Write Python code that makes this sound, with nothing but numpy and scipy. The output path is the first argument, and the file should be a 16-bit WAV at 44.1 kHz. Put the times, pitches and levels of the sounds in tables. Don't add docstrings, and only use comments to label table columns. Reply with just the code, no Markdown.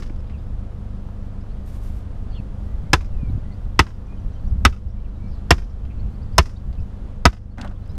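import sys
import numpy as np
from scipy import signal
from scipy.fft import rfft, irfft
from scipy.io import wavfile
from scipy.ndimage import uniform_filter1d, minimum_filter1d

SR = 44100
rng = np.random.default_rng(int(sys.argv[2]) if len(sys.argv) > 2 else 0)


def dump(signal):
    limited = np.clip(np.atleast_2d(signal).T, -1, 1)
    pcm = np.round(limited * 32767).astype(np.int16)
    wavfile.write(sys.argv[1], SR, pcm)


def level_to_linear(level):
    exponent = np.asarray(level, float) / 20
    return 10 ** exponent


N = 351914

# (frequency [Hz], level [dB])
SPLINTER = [(150, -16.5), (380, -9), (530, -21), (777, -12.5), (1300, -7.5), (1980, -13), (5230, -22),
            (11500, -39.5), (16000, -58)]


def evened(x):
    return x / np.sqrt(np.mean(x ** 2) + 1e-20)


def smooth_noise(count, size):
    return evened(uniform_filter1d(rng.standard_normal(count), size))


def read(points, hz):
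    f, value = np.transpose(points)
    return np.interp(np.log(hz + 1), np.log(f + 1), value)


def add(mix, s, sound):
    start = round(s * SR)
    sound = sound[max(-start, 0):]
    part = mix[max(start, 0):][:len(sound)]
    part += sound[:len(part)]


def coloured(count, points):
    hz = np.fft.rfftfreq(count, 1 / SR)
    spectrum = rfft(rng.standard_normal(count)) * level_to_linear(read(points, hz))
    return evened(irfft(spectrum, count))


def follow(table):
    s, db = np.transpose(table)
    return level_to_linear(np.interp(np.arange(N) / SR, s, db))


def scattered(t, colour, stretch):
    # (frequency [Hz], t60 [s])
    scatter_t60 = [(250, 0.11), (660, 0.056), (1000, 0.054), (1740, 0.058), (4590, 0.049), (13000, 0.04)]
    hz, frame, z = signal.stft(coloured(len(t), colour), SR, nperseg=128, noverlap=96)
    z = z * level_to_linear(-60 * frame / (stretch * read(scatter_t60, hz)[:, None]))
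    return signal.istft(z, SR, nperseg=128, noverlap=96)[1][:len(t)]


def rings(modes, t, db, scatter):
    start = rng.random(len(modes))
    detune, uneven = scatter * rng.standard_normal((2, len(modes)))
    out = np.zeros(len(t))
    for (hz, mode_db, t60), phase, d, v in zip(modes, start, detune, uneven):
        decay = level_to_linear(db + mode_db + 1.1 * v - 60 * t / t60)
        out += decay * np.sin(2 * np.pi * (hz * (1 + .03 * d) * t + phase))
    return out


def post_modes(struck, t):
    # (frequency [Hz], t60 [s])
    wood_t60 = [(250, 0.036), (700, 0.039), (1100, 0.037), (2000, .031), (2900, 0.035), (3500, 0.019)]
    out = np.zeros(len(t))
    for hz, db in struck:
        rise = np.minimum(t * hz / .9, 1) ** 2
        twin = level_to_linear(-9.5) * np.sin(2 * np.pi * hz * 1.055 * t)
        out += level_to_linear(db - 60 * t / read(wood_t60, hz)) * rise * (np.sin(2 * np.pi * hz * t) + twin)
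    return out


def crack(t, peak_db, edge_db, struck):
    # (frequency [Hz], level [dB], t60 [s])
    post_high = [(2400, -22, 0.022), (3150, -17.5, 0.022), (3560, -18.5, 0.052)]
    # (frequency [Hz], level [dB], t60 [s])
    steel = [(4100, -21, .022), (4600, -21, .022), (5170, -8, .022), (5900, -17, .022), (6450, -18, .022),
             (7900, -21, .018)]
    # (frequency [Hz], level [dB])
    tick_colour = [(1500, -21.5), (4000, -2.5), (5400, 3.5), (7500, -10.5), (12000, -14), (16000, -27)]
    chatter = level_to_linear(1.7 * smooth_noise(len(t), 60))
    post = post_modes(struck, t) + rings(post_high, t, .1, 1.0)
    ringing = (post + rings(steel, t, edge_db, 0.69)) * chatter
    fibres = level_to_linear(-7.0 + .5 * edge_db) * scattered(t, SPLINTER, 0.94)
    contact = np.exp(-((t - .0019) / 0.00058) ** 2)
    tick = level_to_linear(-9.5 + edge_db) * coloured(len(t), tick_colour) * contact
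    onset = np.minimum(t / 0.0016, 1) ** 0.97
    return level_to_linear(peak_db + 1.5) * (ringing + fibres + tick) * onset, fibres


def thump(t):
    late = np.maximum(t - .0088, 0)
    decay = np.exp(-(late / 0.023) ** 1.4) * (1 - .4 * np.exp(-late / 0.0051))
    soil = np.sin(2 * np.pi * 82 * late * (1 - 5.1 * late)) * decay
    push = -level_to_linear(-6.0) * np.sin(2 * np.pi * 150 * t) * level_to_linear(-60 * t / 0.08)
    return soil + push


def shed_echo(t, sound, peak_db):
    # (delay [s], level [dB])
    walls = [
        (0.075, -44.5),
        (.083, -55.5),
        (0.093, -56),
        (.113, -54),
        (.122, -61),
    ]
    smear = rng.standard_normal(2500) * level_to_linear(-25 - 60 * t[:2500] / .03)
    smear[0] = 1
    back = signal.fftconvolve(sound, smear / np.linalg.norm(smear))
    back = uniform_filter1d(back, size=5)
    echo = np.zeros(len(t))
    for delay, db in walls:
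        add(echo, delay, level_to_linear(db) * back)
    return echo + level_to_linear(peak_db - 29.5) * scattered(t, SPLINTER, 2.4) * np.minimum(t / 0.02, 1)


def shed_haze(t, haze_db):
    # (frequency [Hz], level [dB])
    shed = [(300, -13.5), (1000, -6), (2500, -8.5), (4200, -9), (5000, 1.5), (6200, -3.5), (7200, -9.5),
            (14000, -24)]
    swell = np.minimum(t / 0.016, 1) * level_to_linear(-60 * t / 0.24)
    swell += level_to_linear(-18 - 60 * (t - .076) / 0.17) * (t > .076)
    swell += level_to_linear(-27.5 - 60 * (t - .113) / 0.41) * (t > .113)
    flutter_db = 2.2 * smooth_noise(len(t), 200)
    return coloured(len(t), shed) * level_to_linear(-38.0 + haze_db + flutter_db) * swell


def hammering():
    landed = [
        -.053,
        2.9318,
        3.7914,
        4.6503,
        5.5063,
        6.381,
        7.2533,
    ]
    # (peak [dB], steel edge [dB], soil thump [dB], far haze [dB])
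    blows = [
        (3, 3, -34, -1.5),
        (3.5, 0, -7, -3),
        (5, -1, -3.5, -2.5),
        (3.5, 2.5, -3, -3),
        (5.5, 3.5, -0.5, 1),
        (1.5, 10.5, -1, 3.5),
        (4.5, 1.5, 0.5, -3.5),
    ]
    # (frequency [Hz], level [dB])
    struck_modes = [
        [(330, -14), (685, -6), (1010, -8), (1290, -7), (1530, -10), (1995, -11)],
        [(328, -9), (441, -15.5), (640, -16.5), (1022, -5.5), (1281, -6.5), (1518, -9.5), (1695, -5),
         (2018, -14), (2185, -11.5), (2632, -9.5)],
        [(322, -8), (764, -13.5), (920, -7), (1281, -0.5), (1523, -7.5), (1846, -6.5), (1981, -2), (2201, -14),
         (2637, -7), (2863, -10)],
        [(250, -8), (495, -13.5), (925, -7), (1103, -5), (1281, 1.5), (1512, -2), (2002, -2.5), (2632, -9),
         (2863, -12.5), (3270, -13.5)],
        [(330, -3), (409, -4.5), (710, -5), (1017, -1.5), (1302, -14), (1539, -13), (1846, -5.5), (2239, -13),
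         (2761, -5)],
        [(322, -9.5), (672, -4), (1000, 3), (1178, -9.5), (1310, -19), (1785, -9.5), (2271, -15.5),
         (2551, -13.5), (2772, -13), (3480, -14.5)],
        [(250, -3.5), (400, -9), (683, -3), (979, -3.5), (1270, 3.5), (1512, -3), (1790, -9), (1995, -2),
         (2230, -11.5), (2621, -10), (2912, -13.5), (3400, -18.5)],
    ]
    out = np.zeros(N)
    t = np.arange(SR // 3) / SR
    for s, (peak_db, edge_db, thump_db, haze_db), struck in zip(landed, blows, struck_modes):
        direct, fibres = crack(t, peak_db, edge_db, struck)
        echo = shed_echo(t, direct + level_to_linear(peak_db + 5.5) * fibres, peak_db)
        add(out, s, direct + level_to_linear(thump_db) * thump(t) + echo + shed_haze(t, haze_db))
    return out


def generator():
    # (multiple of the firing rate, level [dB])
    standing_out = [(1, 2), (2, -2), (3, -7.5), (3.25, -15), (4, -3.5), (6, -29), (6.75, -25), (7.5, -25),
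                    (7.75, -17.5), (8, -12.5), (8.25, -26), (8.75, -28), (20, -29), (9.75, -25)]
    pump_db = [-7, -15.5, -30.5, -31]
    firing_hz, pump_hz = 25.03, 69.3
    drift = evened(uniform_filter1d(smooth_noise(N, 30000), size=30000))
    t = np.cumsum(1 + .0006 * drift) / SR
    comb = {k: -20 - 0.9253 * k for k in range(1, 22)} | dict(standing_out)
    out = sum(level_to_linear(db) * np.cos(2 * np.pi * (k + 1) * pump_hz * t) for k, db in enumerate(pump_db))
    for k, db in comb.items():
        slow = uniform_filter1d(rng.standard_normal(N // 500 + 1), 12)
        waver = evened(np.repeat(slow, 500)[:N])
        lag = 0.027 * k ** 2 + 0.09 * k * uniform_filter1d(waver, 1000)
        strength = level_to_linear(db + 2.0 * uniform_filter1d(waver[::-1], 1000))
        out += strength * np.cos(2 * np.pi * k * (firing_hz * t + .3) - lag)
    return level_to_linear(-34.5) * np.sqrt(2) * out


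def field():
    # (frequency [Hz], level [dB])
    wash_colour = [(35, -30), (60, 0), (108, -8), (149, -16.5), (207, -11.5), (323, -25), (540, -24.5),
                   (903, -31), (1250, -34), (2250, -45), (3120, -46), (11500, -63), (14700, -65.5),
                   (15500, -100)]
    # (time [s], level change [dB])
    breeze = [
        (0, 1.5),
        (3.3, 3),
        (3.75, 1.5),
        (4.2, 2.5),
        (4.9, -0.5),
        (5.45, 2),
        (7.1, 2),
        (7.4, -4.5),
        (7.98, 2),
    ]
    frames, hz = N // 256 + 5, np.fft.rfftfreq(1024, 1 / SR)
    a, b, patches = rng.standard_normal((frames, 513, 3)).T
    patches = evened(uniform_filter1d(uniform_filter1d(patches, 14, 0), 14, 1))
    level_db = read(wash_colour, hz)[:, None] + 0.2 * patches
    spectra = (a + 1j * b) * level_to_linear(level_db) * (hz > 100)[:, None]
    wash = signal.istft(spectra, nperseg=1024, noverlap=768)[1][:N]
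    return level_to_linear(-47 + 1.5) * evened(wash) * follow(breeze)


def gusts():
    # (time [s], level [dB])
    steady_air = [
        (0, -45),
        (1, -40),
        (2, -29.5),
        (2.6, -29),
        (3.5, -28.5),
        (3.9, -35.5),
        (5.5, -30),
        (7, -34.5),
        (7.45, -54),
        (7.98, -34),
    ]
    # (peak time [s], length [s], level [dB])
    puff_rows = [(0.015, 0.097, -31.5), (0.213, 0.11, -30.5), (0.365, 0.09, -27.5), (0.55, 0.18, -27.5),
                 (1.207, 0.062, -32), (1.504, 0.056, -47), (2.794, 0.12, -31), (3.012, 0.13, -25),
                 (3.176, 0.13, -23.5), (3.31, 0.11, -18), (3.644, 0.092, -24), (4.248, 0.11, -23),
                 (4.48, 0.13, -21), (4.663, 0.17, -17), (4.868, 0.053, -25), (5.085, 0.06, -30.5),
                 (5.299, 0.076, -31.5), (5.581, 0.13, -20), (5.86, 0.064, -22), (6.034, .14, -21),
                 (6.385, 0.22, -24), (6.683, 0.074, -20.5), (6.806, 0.06, -17), (7.066, 0.11, -32),
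                 (7.26, 0.074, -28.5), (7.693, 0.056, -32), (7.94, 0.12, -24.5)]
    t = np.arange(0, N + 64, 64) / SR
    puffs = sum(level_to_linear(db) * np.exp(-(2 * (t - s) / length) ** 2) for s, length, db in puff_rows)
    return follow(steady_air) + np.interp(np.arange(N) / SR, t, puffs)


def wind():
    # (frequency [Hz], level [dB])
    gust_colour = [(15, -1.5), (30, 2.5), (60, 4), (110, -12), (200, -22.5), (400, -38), (800, -74.5)]
    # (time [s], peak [dB], frequency [Hz], swings, push +1 or pull -1)
    buffets = [(0.106, -20, 191, 0.7, 0.82), (0.1106, -37, 200, 0.5, -0.68), (2.401, -12, 110, 0.52, -0.6),
               (2.839, -20.5, 148, 1.5, 0.86), (3.234, -10.5, 131, 0.67, 0.83), (3.284, -11, 70, 0.7, 0.72),
               (3.3015, -14, 129, 0.53, 1), (3.327, -16.5, 90, 0.79, 0.99), (3.355, -14.5, 106, 1.8, 0.89),
               (3.379, -20, 172, 0.84, 0.92), (4.531, -13, 80, 1.4, 0.98), (4.56, -23, 170, 1.5, -1.05),
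               (5.244, -25, 169, 1, 0.97), (7.589, -27.5, 238, 2.4, 0.98), (7.606, -25.5, 253, 4.6, 0.63),
               (7.637, -24.5, 219, 2.4, -0.71), (7.664, -39, 228, 1.6, 0.89), (7.69, -32, 250, 1.5, 1)]
    lumps = smooth_noise(N, 1800)
    out = coloured(N, gust_colour) * level_to_linear(1.2 * uniform_filter1d(lumps, 600) - 2.0) * gusts()
    t = np.arange(-1764, 1764) / SR
    for s, peak_db, hz, swings, way in buffets:
        bell = np.exp(-(2 * hz * t / swings) ** 2)
        add(out, s + t[0], way * level_to_linear(peak_db) * np.cos(2 * np.pi * hz * t) * bell)
    return out


def knock(peak_db, hz, t60, body_db):
    t = np.arange(5000) / SR
    edge = coloured(len(t), [(hz * 0.14, -15), (hz, 0), (hz * 1.2, -8), (hz * 2.0, -17), (20000, -56)])
    body = coloured(len(t), [(80, -34), (250, 4.0), (700, 14), (1600, 1), (5000, -54)])
    burst = edge * level_to_linear(-60 * t / max(t60, .005))
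    burst += body * level_to_linear(body_db - 60 * t / max(1.86 * t60, .005))
    burst *= level_to_linear(1.2 * smooth_noise(len(t), 90))
    return level_to_linear(peak_db - 4) * burst * np.minimum(t / .0005, 1)


def rattle():
    # (time [s], peak [dB], centre [Hz], t60 [s],
    # dull body [dB])
    knocks = [(0.064, -51, 5000, 0.072, -12), (.097, -41, 2500, 0.026, 2.5), (.204, -52, 5000, .03, -17),
              (.16, -57, 5500, .06, -18), (0.023, -41, 1800, .06, -14), (.03, -45, 4500, .05, -10),
              (0.296, -47, 2500, 0.13, -8), (1.087, -40, 900, 0.022, 0), (1.567, -45, 900, .03, -2),
              (4.124, -45, 1500, .03, 2), (5.852, -45.5, 3000, 0.031, 4.5), (6.728, -50, 4500, 0.06, 4.5),
              (6.752, -49, 3900, .02, -20), (.24, -58, 3000, .2, -12), (7.574, -41, 1190, 0.055, -4),
              (7.582, -33, 1800, 0.11, -1.5), (7.597, -36.5, 1505, 0.099, -1),
              (7.611, -35, 5300, 0.037, -4), (7.6137, -26.5, 4130, 0.021, -20),
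              (7.627, -36.5, 1640, 0.23, -5), (7.6465, -17.5, 850, 0.019, -8),
              (7.619, -48, 6000, 0.045, -20), (7.621, -36.5, 1200, 0.044, -2), (7.652, -28, 900, 0.044, -5),
              (7.631, -40, 1600, .02, -20), (7.662, -31, 700, 0.051, -2), (7.676, -38, 3500, 0.03, -15),
              (7.693, -57, 6200, .06, -14), (7.713, -55, 5000, .04, -14), (7.711, -42.5, 1500, 0.056, 3.5),
              (7.86, -48.5, 3500, 0.025, -7.5), (7.582, -45, 7000, .03, -18), (7.592, -54, 8000, .02, -20),
              (7.64, -56, 8000, .015, -20), (7.646, -46, 5000, .03, -20), (7.84, -58, 4480, .015, -20),
              (7.877, -52, 8460, 0.013, -20), (7.898, -60, 7970, 0.014, -20),
              (7.917, -51.5, 6000, .012, -20), (7.936, -57, 6500, .012, -20), (7.954, -53, 7930, .015, -20)]
    out = np.zeros(N)
    for s, *row in knocks:
        add(out, s, knock(*row))
    return out


def bird(length, from_hz, to_hz, db, fuzz_hz, bend):
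    count = round(length * SR)
    jitter = smooth_noise(count, 40)
    hz = from_hz + (to_hz - from_hz) * np.linspace(0, 1, count) ** bend + fuzz_hz * jitter
    note = level_to_linear(db) * np.sqrt(2) * np.sin(2 * np.pi * np.cumsum(hz) / SR)
    note *= signal.windows.tukey(count, .6)
    note *= level_to_linear(.9 * evened(uniform_filter1d(jitter[::-1], size=350)))
    hedge = rng.standard_normal(3000) * level_to_linear(-60 * np.arange(3000) / SR / .09)
    hedge *= level_to_linear(-6.5) / np.linalg.norm(hedge)
    hedge[0] = 1
    return signal.fftconvolve(note, hedge)


def birds():
    # (time [s], frequency [Hz], level [dB])
    chips = [
        (.185, 5300, -65),
        (3.518, 4430, -61),
        (4.058, 5970, -70),
        (4.174, 3110, -58),
        (4.195, 6000, -70),
        (4.33, 6050, -66.5),
        (4.472, 5900, -64),
        (7.91, 4250, -68.5),
        (7.947, 4260, -68),
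    ]
    # (time [s], start [Hz], glide [Hz], level [dB])
    flicks = [(.262, 3300, 900, -68), (.262, 4500, 900, -72), (.383, 3400, 700, -67),
              (.376, 4400, 900, -70), (1.4, 4500, 1000, -67), (3.286, 3550, 900, -65),
              (3.526, 4300, 900, -66), (3.103, 3400, 750, -71), (4.443, 4050, 964, -67),
              (4.495, 4800, 600, -68), (4.897, 5100, 900, -69), (5.075, 3950, 355, -74),
              (5.148, 3660, 401, -70), (5.258, 4170, 150, -68), (5.988, 4000, 700, -62),
              (6.215, 4270, 900, -61.5), (6.347, 4570, 1246, -65.5), (6.793, 4620, 1400, -64),
              (7.507, 4180, 549, -67.5), (7.749, 3130, 500, -67.5), (7.848, 4300, 1300, -66),
              (7.888, 4830, 500, -60), (7.89, 3700, 500, -65), (7.82, 3950, 300, -70),
              (5.365, 4700, 500, -73), (6.14, 4300, 703, -68), (6.318, 4290, 997, -66)]
    # (time [s], length [s], start [Hz], end [Hz], level [dB])
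    scolds = [
        (0.328, 0.046, 2800, 2220, -58),
        (2.295, 0.12, 4230, 4360, -66),
        (2.296, 0.06, 4580, 4650, -66),
        (2.326, 0.034, 3150, 3560, -59),
        (2.344, 0.037, 3550, 2980, -51),
        (2.358, 0.054, 2990, 2310, -55.5),
        (2.342, 0.035, 2850, 3180, -59),
        (5.036, .04, 2900, 2150, -63.5),
        (6.775, 0.036, 2650, 2400, -63.5),
    ]
    # (time [s], length [s], start
    # [Hz], end [Hz], level [dB])
    whistles = [(1.49, .045, 3600, 5000, -68), (2.272, .022, 3500, 3620, -66),
                (2.64, 0.14, 1880, 2040, -65), (2.837, .065, 2000, 2250, -67),
                (3.108, 0.075, 2780, 2520, -65), (3.165, 0.15, 2540, 2210, -60),
                (3.435, 0.06, 1880, 2050, -64), (3.503, 0.033, 2070, 2030, -59),
                (4.075, 0.043, 2450, 2390, -60.5), (4.1, 0.047, 2390, 2540, -60),
                (4.345, 0.04, 3150, 3070, -66), (4.958, 0.05, 2330, 2300, -67.5),
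                (5.17, 0.14, 2250, 2340, -67), (6.559, .016, 3580, 4000, -58),
                (6.564, 0.014, 4310, 4760, -61), (3.975, .016, 1880, 1930, -64)]
    # (time [s], length [s], start [Hz], end [Hz], level [dB])
    trills = [
        (5.257, 0.11, 5520, 4700, -70.5),
        (5.301, 0.077, 4740, 3970, -65),
        (5.357, 0.053, 4220, 3100, -68),
        (5.688, 0.04, 5400, 5200, -67),
        (5.895, 0.033, 2510, 2180, -59),
        (5.932, 0.18, 2500, 2410, -66.5),
        (2.298, 0.045, 2800, 2550, -69),
    ]
    # (time [s], frequency [Hz], level [dB])
    buzzes = [(4.17, 4200, -68), (4.208, 3700, -71), (4.278, 4000, -70), (4.306, 4100, -69),
              (4.32, 4000, -68), (4.34, 3980, -68), (4.358, 4200, -70), (4.393, 3900, -64),
              (4.884, 4920, -67), (4.997, 2820, -65), (4.997, 3800, -69), (5.238, 3900, -68)]
    # (time [s], length [s], start [Hz], end [Hz], level [dB], fuzz [Hz], bend)
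    notes = [(s, .018, hz, hz * .95, db, 60, 1.05) for s, hz, db in chips]
    notes += [(s, .025, hz, hz + glide, db - .5, 70, 1.35) for s, hz, glide, db in flicks]
    notes += [(*row, 110, 1.3) for row in scolds]
    notes += [(*row, 25, 1.05) for row in whistles]
    notes += [(*row, 320, 1.3) for row in trills]
    notes += [(s, .01, hz, hz * 1.15, db, 320, 1.35) for s, hz, db in buzzes]
    out = np.zeros(N)
    for s, *row in notes:
        add(out, s, bird(*row))
    return out


def slide():
    # (time [s], length [s], level [dB], fade over the stroke [dB])
    strokes = [
        (1.638, 0.1, -55, -1),
        (1.686, .13, -54.5, -2),
        (1.758, 0.2, -57.5, 4.5),
        (1.87, 0.19, -57.5, -4),
        (2.5, 0.29, -72, 5),
    ]
    # (frequency [Hz], level [dB])
    cloth = [(1000, 3), (2500, -3.5), (5000, -5.5), (9000, -7), (15000, -10)]
    out = np.zeros(N)
    for s, length, db, fade_db in strokes:
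        count = round(length * SR)
        grain = level_to_linear(1.2 * smooth_noise(count, 150))
        stroke = level_to_linear(db + fade_db * np.arange(count) / count) * signal.windows.hann(count)
        add(out, s, coloured(count, cloth) * grain * stroke)
    return out


def scene():
    mix = hammering() + generator() + field() + wind() + rattle() + birds() + slide()
    return mix[None]


def limited(x, ceiling, share):
    peak = -minimum_filter1d(-abs(x), size=97)
    gain = np.minimum(ceiling / (peak + 1e-9), 1) ** share
    return x * uniform_filter1d(gain, size=48)


def roll_off(x):
    return signal.sosfilt(signal.butter(12, 16530, fs=SR, output="sos"), x)


def record(dry):
    held = limited(dry, 1, .35)
    clipped = held / (1 + abs(held / .95) ** 6) ** (1 / 6)
    power = abs(uniform_filter1d(clipped[0] ** 2, 1300, origin=600))
    power_db = 10 * np.log10(power + 1e-12)
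    fall = np.arange(N) * 16.0 / SR
    over_db = np.maximum(np.maximum.accumulate(power_db + fall) - fall + 15.5, 0)
    ducked = clipped / level_to_linear(0.38 * uniform_filter1d(over_db, 1500, origin=700))
    ducked = signal.sosfilt(signal.cheby2(10, 60, 16400, fs=SR, output="sos"), ducked)
    ducked = limited(ducked, .96, 1)
    top = signal.sosfiltfilt(signal.butter(12, 12800, "high", fs=SR, output="sos"), ducked)
    quiet = uniform_filter1d(abs(top), size=4096) < level_to_linear(-84)
    starved = uniform_filter1d(rng.standard_normal(N), size=6000) > 0
    mix = ducked - top * uniform_filter1d(1. * (quiet & starved), size=512)
    return roll_off(mix)


dry = scene()
out = record(dry)
dump(out)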